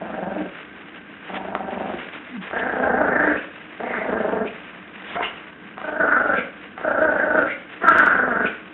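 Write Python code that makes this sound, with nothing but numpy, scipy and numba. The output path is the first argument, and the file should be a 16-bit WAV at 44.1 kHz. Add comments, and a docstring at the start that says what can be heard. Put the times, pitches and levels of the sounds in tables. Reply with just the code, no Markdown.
"""Puppy tugging at a toy

A small puppy growls seven times while tugging a toy from another dog on a living-room rug. Each growl
is a rough voice, chopped by a flutter of the throat and shaped by throat and mouth resonances; several
end in a snort through the nose. Brief calls and huffs come between, paws and toy scuff the rug, teeth
click, and a dull microphone close by picks it all up with the reflections of the room."""
import sys
import numpy as np
from scipy import signal
from scipy.fft import rfft, irfft
from scipy.io import wavfile
from scipy.ndimage import uniform_filter1d
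from numba import njit

SR = 44100
rng = np.random.default_rng(int(sys.argv[2]) if len(sys.argv) > 2 else 0)


def transcribe(signal):
    """Save signal, clipped to [-1, 1], as a 16-bit WAV file at the path in sys.argv[1]."""
    frames = np.atleast_2d(signal).T
    limited = np.clip(frames, -1, 1)
    pcm = np.round(limited * 32767).astype(np.int16)
    wavfile.write(sys.argv[1], SR, pcm)


N = 384993
TIME = np.arange(N) / SR

# Growls, held back until the push: start_s, length_s, push_after_s, held_back_db, voice_bar_db,
# throat_db, mouth_db, first_pitch_hz, last_pitch_hz, tension (0-1), flutter_hz, throat_hz, mouth_hz
GROWLS = [(0, 0.48, 0.22, 1.5, -35, -32, -42.5, 167.9, 194.9, 0.36, 24.6, 620, 1570),
          (1.285, 0.71, 0.42, 3, -34.5, -32, -44, 196, 189.5, .1, 27.7, 670, 1520),
          (2.521, 0.85, .3, 5, -27.5, -24.5, -26.5, 236.1, 295.3, 0.35, 31.3, 662, 1535),
          (3.788, 0.69, 0.29, 4.5, -30.5, -27.5, -35.5, 227.5, 212.2, 0.13, 28.8, 570, 1576),
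          (5.832, .595, .172, 5.5, -32.5, -27.5, -26.5, 308.2, 253.9, 0.63, 26.5, 644, 1480),
          (6.832, .66, 0.22, 0.5, -31.5, -24.5, -25, 296.2, 279.4, .6, 30, 604, 1487),
          (7.828, .66, 0.016, -0.5, -31, -31.5, -23.5, 325.2, 205, 0.45, 27.2, 650, 1482)]


def from_db(db):
    """Amplitude ratio of a level in decibels."""
    return 10 ** (np.asarray(db) / 20)


def rms_one(x):
    """Normalisation to unit power."""
    return x / np.sqrt(np.mean(x ** 2) + 1e-20)


def even(x, seconds=0.086):
    """Division by the running RMS holds the level steady over a few throbs."""
    return x / np.sqrt(np.abs(uniform_filter1d(x * x, int(seconds * SR))) + 1e-14)


def butter(x, hz, kind, order=2):
    """Causal Butterworth filter, maximally flat in its passband."""
    return signal.sosfilt(signal.butter(order, hz, kind, fs=SR, output="sos"), x + 1e-18)


def drift(t, per_s):
    """Slow random modulation: straight lines between Gaussian values of unit spread."""
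    knots = np.arange(t[0], t[-1] + 1 / per_s, 1 / per_s)
    return np.interp(t, knots, rng.standard_normal(len(knots)))


def noise(spectrum):
    """Spectral shaping of white noise, at unit power."""
    hz, db = np.transpose(spectrum)
    bin_hz = np.maximum(np.arange(N // 2 + 1) * SR / N, 1)
    gain = from_db(np.interp(np.log(bin_hz), np.log(hz), db))
    return rms_one(irfft(rfft(rng.standard_normal(N)) * gain, N))


def ramp(t, seconds):
    """Linear rise from 0 to 1."""
    return np.clip(t / seconds, 0, 1)


def swell(centre, length, t=TIME):
    """Rounded envelope whose length is its width at half height."""
    return .5 ** np.minimum(np.abs(2 * (t - centre) / length) ** 3, 60)


def puffs(rows, spectrum, grain_db):
    """Short swells of noise, made grainy by fast amplitude modulation."""
    grainy = rms_one(noise(spectrum) * from_db(grain_db * drift(TIME, per_s=400)))
    return grainy * sum(from_db(db) * swell(s, length) for s, length, db in rows)


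def impulses(rows):
    """Broadband excitation: one impulse for each time and level."""
    out = np.zeros(N)
    for s, db in rows:
        out[round(s * SR)] = from_db(db)
    return out


@njit
def two_pole(x, angle, radius):
    """Time-varying resonator: pole angle sets the frequency, pole radius the damping."""
    y = np.zeros(len(x))
    for i in range(2, len(x)):
        r = radius[i]
        drive = (1 - r * r) / 2 * (x[i] - x[i - 2])
        y[i] = drive + 2 * r * np.cos(angle[i]) * y[i - 1] - r * r * y[i - 2]
    return y


def resonate(x, hz, width_hz):
    """Band-pass resonance with unit gain at its peak."""
    ones = np.ones(len(x))
    return two_pole(x, 2 * np.pi * hz / SR * ones, np.exp(-np.pi * width_hz / SR * ones))


def flutter(age, first_hz, slowing_hz_per_s=8):
    """Slow oscillation: the throat opens (1) and shuts (-1) at a rate that falls as it tires."""
    turns = first_hz * age - slowing_hz_per_s * age ** 2 / 2
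    return -np.cos(2 * np.pi * (turns + .08))


def larynx(t, opening, pitch, tension, slack_jitter=.06, tense_jitter=.045, waver=.035, shimmer_db=4.0):
    """Glottal source: vocal-fold pulses with jitter and shimmer, and turbulence after each closure."""
    jitter = slack_jitter + (tense_jitter - slack_jitter) * tension
    stray = jitter * drift(t, per_s=160) + waver * drift(t, per_s=30)
    cycles = np.cumsum(pitch * (1 + stray + .02 * opening)) / SR
    shimmer = from_db(shimmer_db * np.tanh(drift(t, per_s=300)))
    closures = np.diff(np.floor(cycles), prepend=0) * shimmer
    turbulence = rng.standard_normal(len(t)) * np.exp(-2.5 * (cycles % 1))
    return rms_one(closures) + 0.99 * (1.4 - tension) * rms_one(turbulence)


def tract(source, opening, tension, pitch_hz, bar_db, throat_db, mouth_db, throat_hz, mouth_hz):
    """Parallel formants: the voice leaves by neck wall, throat and mouth, each throbbing with flutter."""
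    bar, throat, mouth = (source * from_db(depth_db * opening) for depth_db in (9.0, 6.0, 4.4))
    # The voice bar: the neck wall passes little more than the fundamental.
    bar = butter(butter(bar, 189, "high", order=5), 1.83 * pitch_hz, "low", order=4)
    rumble = butter(rng.standard_normal(len(source)) * from_db(1.8 * opening), [52, 190], "band")
    # Tension narrows both resonances.
    throat = resonate(throat, throat_hz, width_hz=360 ** (1 - tension) * 105 ** tension)
    throat = butter(butter(throat, 455, "high", order=3), 836, "low", order=4)
    mouth = resonate(mouth, mouth_hz, width_hz=560 ** (1 - tension) * 55 ** tension)
    mouth = butter(resonate(mouth, mouth_hz, width_hz=1900), 1730, "low", order=6)
    return (from_db(bar_db) * (even(bar) + from_db(-18.5) * even(rumble))
            - from_db(throat_db) * even(throat) + from_db(mouth_db) * even(mouth))


def growl(start, length, push_s, held_db, bar_db, throat_db, mouth_db,
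          first_hz, last_hz, tension, flutter_hz, throat_hz, mouth_hz):
    """Source and filter: effort drives level and tension, snarls lift the mouth formant, the jaw muffles."""
    # Surges of effort as the puppy tugs: centre_s, length_s, gain_db
    surges = [(2.843, 0.045, 2), (3.03, 0.053, 1.5), (4.146, 0.077, 1.5), (6.026, 0.068, 4.5),
              (6.33, 0.044, 3.5), (7.045, 0.063, 5), (7.392, .12, 4), (7.936, 0.21, 4), (8.438, .05, 2.5)]
    # Snarls, when the lips draw back and the mouth rings: centre_s, length_s, gain_db, shift_hz
    snarls = [(0.126, 0.039, 6.5, 22), (2.628, 0.18, 4, 117), (3.228, .24, 5, 146),
              (3.954, 0.053, 12, -14.5), (4.143, 0.15, 2.5, 33), (6.019, 0.055, 3, -1.5),
              (6.143, 0.12, 10, -8), (6.326, 0.057, 4, -16.5), (7.209, 0.051, 5, 132.5),
              (7.377, 0.047, 2.5, -20.5), (7.88, 0.057, 6.5, -120), (8.052, 0.23, 6.5, 21)]
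    attack_s, push_rise_s, closing_s, release_s = .012, .012, .11, .055
    build_db_per_s, bar_rise_db_per_s, throat_sag_hz_per_s = 7, 1.5, 45
    tension_per_db, throat_drop_hz_per_db, pitch_lift_hz_per_db = .01, 6, 5
    on = (TIME >= start) & (TIME < start + length + .02)
    t = TIME[on]
    age = t - start
    past_middle = age - length / 2
    held = 1 - ramp(age - push_s + push_rise_s / 2, push_rise_s)
    surge_db = sum(db * swell(s, span, t) for s, span, db in surges)
    effort_db = held * (build_db_per_s * (age - push_s / 2) - held_db) + surge_db
    snarl_db = sum(db * swell(s, span, t) for s, span, db, _ in snarls)
    snarl_hz = sum(hz * swell(s, span, t) for s, span, _, hz in snarls)
    jaw_closing = ramp(age - length + closing_s, closing_s)
    tension = np.clip(tension + tension_per_db * (effort_db - snarl_db), 0, 1)
    # Tongue and jaw never keep still, so the formants wander.
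    throat_hz = throat_hz + 18 * drift(t, per_s=18) - throat_drop_hz_per_db * effort_db
    mouth_hz = mouth_hz + 35 * drift(t, per_s=20) + snarl_hz
    # The voice sinks into the chest as the growl goes on.
    throat_hz = throat_hz - throat_sag_hz_per_s * past_middle - 90 * jaw_closing
    bar_db = bar_db + effort_db + bar_rise_db_per_s * past_middle
    throat_db = throat_db + effort_db - .55 * snarl_db - 8.5 * jaw_closing
    mouth_db = mouth_db + effort_db + snarl_db - 2 * jaw_closing
    glide_hz = first_hz + (last_hz - first_hz) * age / length
    pitch = glide_hz + pitch_lift_hz_per_db * surge_db - 18 * jaw_closing
    opening = flutter(age, flutter_hz)
    source = larynx(t, opening, pitch, tension)
    mid_pitch_hz = (first_hz + last_hz) / 2
    voice = tract(source, opening, tension, mid_pitch_hz, bar_db, throat_db, mouth_db, throat_hz, mouth_hz)
    out = np.zeros(N)
    out[on] = voice * ramp(age, attack_s) * ramp(t[-1] - t, release_s)
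    return out


def rustle(base_db=-43.5, patchy_db=2.6, grain_db=2.5):
    """Friction noise: fur and cloth rub unevenly on the pile, more in scuffles and after each growl."""
    # Longer scuffles: centre_s, length_s, gain_db
    scuffles = [(1.3, 0.11, 4), (2.4, 0.62, 4), (5.104, 0.74, 2.5), (7.993, 0.23, 12)]
    # Spectrum of the rubbing: frequency_hz, level_db
    spectrum = [(260, -35.5), (450, -4.5), (553, -9.5), (650, -6), (881, -10.5), (1280, -5), (1940, -4.5),
                (2820, -8), (3830, -21.5), (4980, -35.5), (8430, -120)]
    uneven_db = patchy_db * drift(TIME, per_s=25) + grain_db * drift(TIME, per_s=240)
    after_growl_db = 2 * sum(swell(s + length + 0.059, 0.26) for s, length, *_ in GROWLS)
    scuffle_db = sum(db * swell(s, length) for s, length, db in scuffles)
    return noise(spectrum) * from_db(base_db + after_growl_db + scuffle_db + uneven_db)


def reflections(x, level_db=-3.8, t60_s=0.41, first_s=0.0033):
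    """Reverberation: dense reflections from floor and walls decay exponentially."""
    t = TIME[:SR // 2]
    tail = rng.standard_normal(len(t)) * from_db(-60 * t / t60_s) * (t > first_s)
    return from_db(level_db) * signal.fftconvolve(x, tail / np.sqrt(np.sum(tail ** 2)))[:N]


def room_tone(level_db=-44):
    """Stationary noise: the quiet background of the room."""
    # Spectrum of the background: frequency_hz, level_db
    spectrum = [(15, -81.5), (25, -41), (64, -11), (135, -12.5), (189, 1.5), (270, -2.5), (306, 4),
                (340, -3.5), (640, -16), (824, -17), (1230, -14.5), (1370, -21), (1550, -3), (2790, -51.5),
                (3830, -44), (4980, -35.5), (8430, -120)]
    return from_db(level_db) * noise(spectrum)


def whines(jitter=.04):
    """Nearly periodic voicing: three harmonics, each weaker than the last, glide down together."""
    # Groans, a grunt and a yip: centre_s, length_s, level_db, pitch_hz, glide_hz_per_s, overtone_step_db
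    calls = [(0.398, .085, -28, 309.5, -250, -29), (2.364, .085, -33.5, 224.8, -1200, -24),
             (3.291, .04, -23.5, 301.6, -100, -28), (5.182, .032, -25, 711.4, -300, -17)]
    out = np.zeros(N)
    for s, length, db, hz, glide, step_db in calls:
        pitch = hz + glide * np.clip(TIME - s, -length, length)
        phase = 2 * np.pi * np.cumsum(pitch * (1 + jitter * drift(TIME, per_s=98))) / SR
        tone = sum(from_db(step_db * k) * np.sin((k + 1) * phase) for k in range(3))
        out += rms_one(tone) * from_db(db) * swell(s, length)
    return out


def clicks():
    """Modal ringing: hard contacts of teeth and toy excite quickly damped resonances."""
    # Contacts: time_s, strength_db
    contacts = [(1.344, -22.5), (1.551, -11), (2.511, -23), (2.533, -26.5), (3.803, -25), (3.834, -22.5),
                (5.780, -22), (5.816, -22.5), (6.778, -23.5)]
    # Modes they excite: frequency_hz, gain_db, t60_s
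    modes = [(760, -5, 0.042), (1230, 6, 0.0061), (1870, -9, 0.011)]
    hits = impulses(contacts) + 1e-18
    out = np.zeros(N)
    for hz, db, t60 in modes:
        radius, angle = from_db(-60 / (t60 * SR)), 2 * np.pi * hz / SR
        poles = [1, -2 * radius * np.cos(angle), radius * radius]
        out += from_db(db) * signal.lfilter([0, np.sin(angle)], poles, hits)
    return butter(out, 450, "high")


def scuffs():
    """Sliding friction: paws and toy drag briefly over the rug; the last, broader burst is a snort through the
    nose."""
    # Strokes, the last a broad snort: centre_s, length_s, level_db
    strokes = [(1.362, 0.035, -30), (2.03, 0.025, -38.5), (2.145, 0.027, -37), (2.43, .03, -38),
               (2.597, 0.025, -32.5), (5.12, 0.099, -34)]
    # Spectrum of a stroke: frequency_hz, level_db
    spectrum = [(80, -22.5), (200, -2), (700, -0.5), (1700, 3.5), (2500, -0.5), (3400, -2), (4200, -20.5),
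                (6000, -69)]
    return puffs(strokes, spectrum, grain_db=2.0)


def snorts(width_hz=480):
    """Filtered turbulence: air rushes through the narrow nose, whose resonance climbs as it tightens."""
    # Nasal blasts: centre_s, length_s, level_db, resonance_hz, rise_hz_per_s
    blasts = [(3.294, 0.11, -34, 1850, 1100), (3.38, 0.035, -36, 2480, 6000), (3.95, 0.2, -33.5, 1970, 15),
              (4.474, 0.031, -35.5, 2440, 3997), (5.234, 0.018, -27.5, 2090, 3),
              (5.249, 0.054, -30, 2730, 2500), (6.387, 0.044, -28, 2260, 2700),
              (7.506, 0.059, -30, 2090, 7995.5), (8.47, 0.027, -27.5, 2450, 13)]
    air, out = rng.standard_normal(N), np.zeros(N)
    for s, length, db, hz, rise in blasts:
        near = np.abs(TIME - s) < 2 * length
        nose_hz = hz + rise * np.clip(TIME[near] - s, -length, length)
        wheeze = resonate(resonate(air[near], nose_hz, width_hz), nose_hz, width_hz)
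        out[near] += from_db(db) * swell(s, length)[near] * rms_one(wheeze)
    return out


def huffs():
    """Aspiration noise: short, rough breaths through the throat."""
    # Breaths: centre_s, length_s, level_db
    breaths = [(5.165, 0.026, -25.5), (5.216, 0.044, -25.5), (5.265, 0.046, -33.5), (5.8, 0.052, -37),
               (6.805, 0.054, -34), (7.832, 0.037, -27.5)]
    # Spectrum of a breath: frequency_hz, level_db
    spectrum = [(60, -29.5), (130, -14.5), (220, -8.5), (420, -2), (720, -6.5), (1000, -2.5), (1500, -2),
                (2050, -7), (2600, -23), (3600, -35.5), (4500, -60)]
    return puffs(breaths, spectrum, grain_db=6.0)


def ticks():
    """Broadband transients: thin, bright ticks during the last growl."""
    # Impulses before filtering: time_s, strength_db
    spikes = [(7.888, -10.5), (7.985, -8), (8.063, -15)]
    return butter(impulses(spikes), 6000, "low")


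def scene():
    """Superposition of the direct sounds, the reflections of puppy and clicks, and the room tone."""
    puppy = sum(growl(*row) for row in GROWLS) + whines() + snorts() + huffs()
    rug = scuffs() + rustle()
    contacts = clicks()
    echo = reflections(puppy + 0.62 * contacts)
    return (puppy + rug + contacts + echo + room_tone())[None]


def record(dry, ceiling=1.2, microphone_top_hz=3700, cutoff_hz=16000):
    """Soft saturation and band limiting round the peaks and dull the treble; only the ticks reach higher."""
    rounded = ceiling * np.tanh(dry / ceiling)
    dull = signal.sosfilt(signal.cheby1(8, .3, microphone_top_hz, fs=SR, output="sos"), rounded)
    return butter(dull + ticks(), cutoff_hz, "low", order=12)


dry = scene()
out = record(dry)
transcribe(out)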